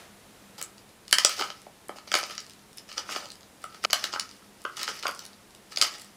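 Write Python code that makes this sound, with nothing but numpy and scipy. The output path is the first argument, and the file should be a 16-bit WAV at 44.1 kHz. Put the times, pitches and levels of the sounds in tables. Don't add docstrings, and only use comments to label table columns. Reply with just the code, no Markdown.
import sys
import numpy as np
from scipy import signal
from scipy.io import wavfile

SR = 44100
rng = np.random.default_rng(int(sys.argv[2]) if len(sys.argv) > 2 else 0)


def invert_db(level):
    return 10 ** (np.asarray(level, dtype=float) / 20)


def dump_mix(stems):
    frames = np.atleast_2d(stems).T
    limited = np.clip(frames, -1, 1)
    pcm = np.round(limited * 32767).astype(np.int16)
    wavfile.write(sys.argv[1], SR, pcm)


N = 272044

THUD = [(331, 200, -5), (604.5, 65, -2.5), (783, 140, -2.5)]
CAVITY = [(983, 440, -6.5), (1301, 96, 2), (1517, 166, -5.5)]
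SHAFT = [(1930, 730, -0.5), (2957, 276, 2), (3185, 273, 2)]
BURRS = [(3557, 730, -1.5), (4435, 650, 3), (5150, 840, 3.5), (6320, 710, 1), (6730, 600, -1)]
SHELL = [(7860, 1400, -4.5), (10940, 3630, 5), (11200, 11100, 3), (13900, 1500, -9)]
STEEL_TOP_HZ = 8500
STEADY_TOP_HZ = 16350


def rms_one(x):
    return x / np.sqrt(np.mean(x ** 2) + 1e-20)


def resonate(x, hz, width_hz):
    r = np.exp(-np.pi * width_hz / SR)
    feedback = [1, -2 * r * np.cos(2 * np.pi * hz / SR), r * r]
    return signal.lfilter([(1 - r * r) / 2, 0, (r * r - 1) / 2], feedback, x + 1e-18)


def cut(x, hz, kind="low", order=2):
    return signal.sosfilt(signal.butter(order, hz, kind, fs=SR, output="sos"), x)


def wall(x, hz):
    return signal.sosfilt(signal.cheby2(12, 60, hz, fs=SR, output="sos"), x)


def bands(x, low_hz=22):
    edges_hz = low_hz * 2 ** np.arange(0, 10, .5)
    for k, (low, high) in enumerate(zip(edges_hz, edges_hz[1:])):
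        yield np.sqrt(low * high), cut(x[k % 2], [low, high], "band")


def at_hz(points, hz):
    points_hz, values = np.transpose(points)
    return np.interp(np.log(hz), np.log(points_hz), values)


def background():
    # (frequency [Hz], density [dB per Hz])
    floor_spectrum = [(15, -48), (25, -13), (102, -7), (170, -6), (200, -4), (229, -10.5), (335, -3.5),
                      (439, -8), (714, -10), (2910, -17), (3160, -16.5), (4140, -18.5), (10400, -22),
                      (16000, -30)]
    # (time [s], level [dB])
    floor_drift = [(0, -54), (.5, -53.5), (1.0, -56), (1.8, -55.5), (3.5, -55), (5.5, -55.5), (6.17, -55.5)]
    # (frequency [Hz], width [Hz], level [dB])
    hum_lines = [
        (100.2, 5.8, -75),
        (201.8, 5.5, -65),
        (10100, 1200, -75),
    ]
    knock_db, knock_t60_s, knock_top_hz = -48.5, 0.48, 2160
    t = np.arange(N) / SR

    noise = sum(invert_db(at_hz(floor_spectrum, hz)) * band for hz, band in bands(rng.standard_normal((2, N))))
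    drift = invert_db(np.interp(t, *np.transpose(floor_drift)))
    drone = sum(invert_db(db) * rms_one(resonate(rng.standard_normal(N), hz, width)) for hz, width, db in hum_lines)
    dull = cut(rng.standard_normal(N), [200, knock_top_hz], "band", order=1)
    fading_knock = invert_db(knock_db - 60 * t / knock_t60_s) * rms_one(dull)
    return drift * rms_one(noise) + drone + fading_knock


def room(x):
    # (frequency [Hz], time to fall 60 dB [s])
    decay_times = [(300, 0.25), (1300, 0.32), (3000, 0.18), (6000, 0.17), (14000, 0.18)]
    # (delay [s], level [dB])
    reflections = [(.0055, -15), (.0094, -12.5), (0.0125, -14), (0.0174, -22.5), (.0212, -20.5),
                   (0.031, -48.5)]
    tail_db, tail_onset_s = -30.5, .0075
    low_hz, top_hz = 860, 12250
    t = np.arange(int(.5 * SR)) / SR

    slices = bands(rng.standard_normal((2, len(t))))
    tail = sum(band * invert_db(-60 * t / at_hz(decay_times, hz)) for hz, band in slices)
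    echoes = np.zeros(len(t))
    for delay_s, echo_db in reflections:
        echoes[round(delay_s * SR)] = invert_db(echo_db)
    for lag in (7, 13, 22):
        loop = np.r_[1, np.zeros(lag - 1), -.55]
        echoes = signal.lfilter(loop[::-1], loop, echoes)
    reply = echoes + invert_db(tail_db) * tail * np.clip((t - tail_onset_s) / 0.00033, 0, 1)
    reply = cut(cut(reply, top_hz, order=1), low_hz, "high", order=1)
    return signal.fftconvolve(x, reply)[:N]


def ring(force, modes, owner, level, even=False):
    out = 0
    for k, (hz, width_hz, mode_db) in enumerate(modes):
        strength = invert_db(mode_db + 2 * rng.standard_normal(owner.max() + 1))
        if even:
            energy = np.bincount(owner, resonate(force, hz, width_hz) ** 2)
            strength /= np.sqrt(energy + 1e-12)
        out = out + (-1) ** k * resonate(force * level * strength[owner], hz, width_hz)
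    return out


def crumbling(per_s=4000, spread_db=2.0, clump_s=0.0073, clump_db=2.57,
              grit_gain_db=2.0, body_gain_db=7, shell_gain_db=-4):
    # (peak [s], grit [dB], swell [s], ebb [s], body share [dB])
    surges = [(.582, -40.5, .003, .08, 1.5), (1.2, -35, 0.053, .2, -4), (1.31, -29.5, .1, 0.19, -13),
              (1.392, -28, .02, 0.1, 3.5), (1.55, -52, 0.13, 0.17, -9), (1.962, -41.5, 0.008, 0.048, 3),
              (2.078, -37.5, 0.015, 0.02, -10), (2.17, -26.5, 0.052, 0.083, -2), (2.26, -44, .1, .3, -12),
              (2.305, -33.5, 0.029, 0.039, 2.5), (2.4, -46, 0.2, 0.072, -17), (2.54, -66, .3, .1, -17),
              (2.776, -42, 0.012, 0.033, -20), (2.89, -42, .014, 0.13, -6), (2.976, -35.5, 0.018, 0.093, 4),
              (3.1, -29, 0.027, 0.07, -3.5), (3.16, -32, 0.037, 0.089, -3), (3.25, -44.5, 0.27, 0.061, 5.5),
              (3.63, -48, 0.022, 0.063, -11), (3.75, -45, 0.056, .05, 1),
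                    (3.854, -27, .026, .004, -24), (3.97, -35, 0.088, 0.26, -13),
                    (4.03, -34, 0.071, 0.12, 1.2), (4.14, -28, 0.02, .035, -6), (4.24, -58, .3, 0.27, -11),
                    (4.38, -54, .3, 0.029, -18.5), (4.784, -31.5, 0.022, 0.079, -5),
                    (4.816, -29, 0.021, 0.068, -4), (4.889, -27, 0.027, 0.054, 0.5),
                    (4.99, -40.5, 0.37, 0.024, -15), (5.033, -34.5, 0.018, 0.12, 3),
                    (5.22, -48.5, .4, 0.2, -1), (5.725, -37, 0.018, 0.02, -2), (5.8, -43, .055, 0.12, 7.5),
                    (5.832, -24.5, 0.028, 0.083, -4.5), (5.95, -42.5, 0.24, 0.19, -4)]
    shell_share_db = -6.5
    t, grit_power, body_power = np.arange(N) / SR, 1e-20, 0

    for peak_s, grit_db, swell_s, ebb_s, body_db in surges:
        away = np.maximum((peak_s - t) / swell_s, (t - peak_s) / ebb_s)
        power = invert_db(2 * grit_db - 40 * away)
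        grit_power = grit_power + power
        body_power = body_power + power * invert_db(2 * body_db)
    level = np.sqrt(grit_power)
    body_share = np.sqrt(body_power / grit_power)

    clump = np.cumsum(rng.random(N) < 1 / (clump_s * SR))
    grain_db = spread_db * np.minimum(rng.exponential(1, N), 5)
    sizes = invert_db(grain_db + clump_db * rng.standard_normal(N + 1)[clump])
    hits = rng.choice([-1, 1], N) * (rng.random(N) < per_s / SR)
    grains = level * rms_one(sizes * hits)

    steel = cut(ring(grains, SHAFT + BURRS, clump, invert_db(grit_gain_db)), STEEL_TOP_HZ)
    shell = ring(grains, SHELL, clump, invert_db(shell_share_db) * invert_db(shell_gain_db))
    body = ring(grains, THUD + CAVITY, clump, body_share * invert_db(body_gain_db))
    return steel + shell + body


def splinter(s, parts):
    break_ms, growth = 2.9, .2
    order = np.argsort(s)
    s, levels_db = s[order], [db[order] for _, db, _ in parts]
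    owner = np.clip(np.searchsorted(s * SR, np.arange(N)) - 1, 0, len(s) - 1)
    length_ms = break_ms * invert_db(growth * np.max(levels_db, axis=0))
    age = np.clip((np.arange(N) / SR - s[owner]) * 1000 / length_ms[owner], 0, 30)
    force = rng.standard_normal(N) * age ** .4 * np.exp(-2.6 * age)
    return [ring(force, modes, owner, invert_db(db + gain_db)[owner], even=True)
            for (modes, _, gain_db), db in zip(parts, levels_db)]


def cracks(burr_db=-4, thud_db=-1.0, cavity_db=-2.3, shaft_db=-3.0, shell_db=-4.5):
    # (time [s], burr ring [dB], cavity knock [dB], shell edge
    # [dB])
    corns = [(0.581, -21, -38, -44), (0.614, -16, -16, -11), (1.1265, 9, 6.5, 10.5),
             (1.1835, 6.5, 0.5, 2.5), (1.2477, 10.5, -1, 6.5), (1.2936, -14, -10, -10),
             (1.3942, -15, -8, -28), (1.41, -7, -11, -29), (1.4209, -10, -4, -24), (1.502, -15.5, -16, -32),
             (1.8925, -31, -15, -37), (1.9848, -24, -22.5, -44), (2.0742, -25.5, -26, -40),
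             (2.1166, -6, -4.5, -15), (2.14, 4.5, 2, -9.5), (2.1518, -0.5, -4, -7), (2.187, -18, -10, -13),
             (2.23, -14, -16, -27), (2.237, -11.5, -20, -26), (2.298, -28, -18, -37),
             (2.3079, -18, -20.5, -21), (2.379, -6.5, -18.5, -34), (2.9155, -21, -22.5, -31),
             (2.979, -3.5, -14.5, -36), (3.091, -39, -8.5, -33), (3.101, -24, -20, -23),
             (3.1197, -22, -18, -35), (3.149, -22, -13, -32), (3.161, -9.5, -8.5, -37),
             (3.256, -17, -33, -28),
             (3.64, -25.5, -11.5, -19), (3.7446, -28, -23, -32), (3.8393, -15, -4.5, -11),
                   (3.848, 2, -0.5, -29), (3.9006, -17, -15, -35), (3.93, 8.5, 2, -0.5),
                   (4.04, -0.5, -4, -9), (4.128, -11, -17, -35), (4.137, -12.5, -9.5, -40),
                   (4.1595, -32, -2.5, -35), (4.1961, -.6, -21.5, -5), (4.424, -50, -27, -57),
                   (4.6504, -19.5, 0, -36), (4.696, -50, -16, -45), (4.7736, -21, -18.5, -27.5),
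                   (4.793, -15, -20, -31), (4.814, -15, -15.5, -22), (4.8304, -4.5, -24, -7.5),
                   (4.8774, -12.5, -3.5, -37), (4.8997, -27, -16, -31), (5.0265, -10.5, -28, -29),
                   (5.033, -18, -13.5, -30), (5.0549, -37, -3.5, -28), (5.0675, -2, -18, -18),
                   (5.08, -17, -9, -16), (5.0883, -51, -2.5, -32), (5.8222, 4.5, -0.5, -3),
                   (5.7604, -10, -32, -19), (5.7721, -0.2, -17, -12), (5.8133, 9, -4, 2.5)]
    # (time [s], burr ring [dB], shell edge [dB])
    small_chips = [(0.626, -31, -4.5), (0.7804, -25.5, -39), (.891, -34, -45), (1.052, -34, -45),
                   (1.08, -17.5, -24), (1.111, -11.5, -13), (1.6176, -29.5, -27.5), (2.087, -26.5, -36),
                   (2.352, -21, -24), (2.4034, -17, -22), (2.444, -32, -34), (2.465, -26.5, -29),
                   (2.4968, -25, -25), (2.5346, -29.5, -28), (2.592, -33, -45), (2.73, -31, -30),
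                   (2.7725, -37, -23), (2.7823, -17.5, -24), (2.881, -34, -45), (2.9277, -21, -25),
                   (3.2872, -28, -30), (3.3027, -20, -25), (3.318, -20.5, -23), (3.3547, -24, -27),
                   (3.408, -30, -38), (3.4308, -28, -42), (.776, -45, -35), (1.884, -34, -21),
                   (2.126, -13, -16), (2.507, -25.5, -33),
                   (3.6183, -36, -29), (3.833, -23, -35), (3.906, -8.5, -20), (4.291, -23.5, -47),
                   (4.312, -23, -28), (4.443, -35, -46), (4.6178, -30, -25), (4.64, -49, -25.5),
                   (4.7684, -12.5, -19), (4.996, -20, -23), (5.1483, -24, -21), (5.175, -30, -35),
                   (5.192, -15.5, -17.5), (5.2521, -19.5, -19), (5.3316, -27, -45), (5.507, -35, -36),
                   (5.5492, -27, -27), (5.697, -36, -40), (5.721, -24, -39), (5.9392, -21, -30),
                   (5.983, -32, -23), (5.9965, -25, -25), (6.0027, -35, -28), (6.013, -35, -22),
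                   (6.0176, -27, -21.5), (6.0455, -40, -22), (4.966, -40, -28), (5.111, -26, -21),
                   (5.263, -25, -21), (5.784, -14, -14)]
    # (time [s], thud [dB])
    jerks = [(0.613, -19.5), (1.2472, -2), (1.412, -5.5), (1.4216, -12.5), (1.5039, -22), (1.666, -20),
             (1.8926, -8.5), (1.9587, -20.5), (1.9854, -20), (2.074, -29), (2.139, -3), (2.1517, -4.5),
             (2.229, -11), (2.2971, -35), (2.9808, -32), (3.099, -23), (3.162, -10), (3.64, -21),
             (3.849, -4), (3.9005, -18), (3.931, -4.5), (4.135, -11.5), (4.8303, -25), (5.034, -23),
             (5.0524, -6), (5.7727, -19)]
    shaft_from_burr, thud_under_cavity_db, chip_under_burr_db = 0.52, 11.5, 20.5
    body_top_hz = 2600

    chips = [(s, burr, burr - chip_under_burr_db, shell) for s, burr, shell in small_chips]
    s, burr, knock, edge = np.transpose(corns + chips)
    link = shaft_from_burr * burr + (1 - shaft_from_burr) * knock
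    burrs, thud, cavity, shaft, shell = splinter(s, [
        (BURRS, burr, burr_db),
        (THUD, knock - thud_under_cavity_db, thud_db),
        (CAVITY, knock, cavity_db),
        (SHAFT, link, shaft_db),
        (SHELL, edge, shell_db)])
    jerk_s, jerk_db = np.transpose(jerks)
    thud = thud + splinter(jerk_s, [(THUD, jerk_db, thud_db)])[0]
    return cut(shaft - burrs, STEEL_TOP_HZ) + shell + cut(thud - cavity, body_top_hz)


def scene():
    change_s, low_cut_hz = 3.8565, 290
    t = np.arange(N) / SR
    mill = cracks() + wall(crumbling(), STEADY_TOP_HZ)
    mill = cut(mill, low_cut_hz, "high", order=3)
    early = mill * (t < change_s)
    late = mill * (t > change_s + .04)
    before = np.clip((change_s - t) / .001, 0, 1)
    steady = room(early) * before + room(late) + background()
    return (early * before + late + wall(steady, STEADY_TOP_HZ))[None]


def roll_off(x):
    return signal.sosfilt(signal.butter(12, 16740, fs=SR, output="sos"), x)


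def record(dry):
    mic_top_hz = 16900
    mix = np.clip(wall(dry, mic_top_hz), -1, 1)
    return roll_off(mix)


dry = scene()
out = record(dry)
dump_mix(out)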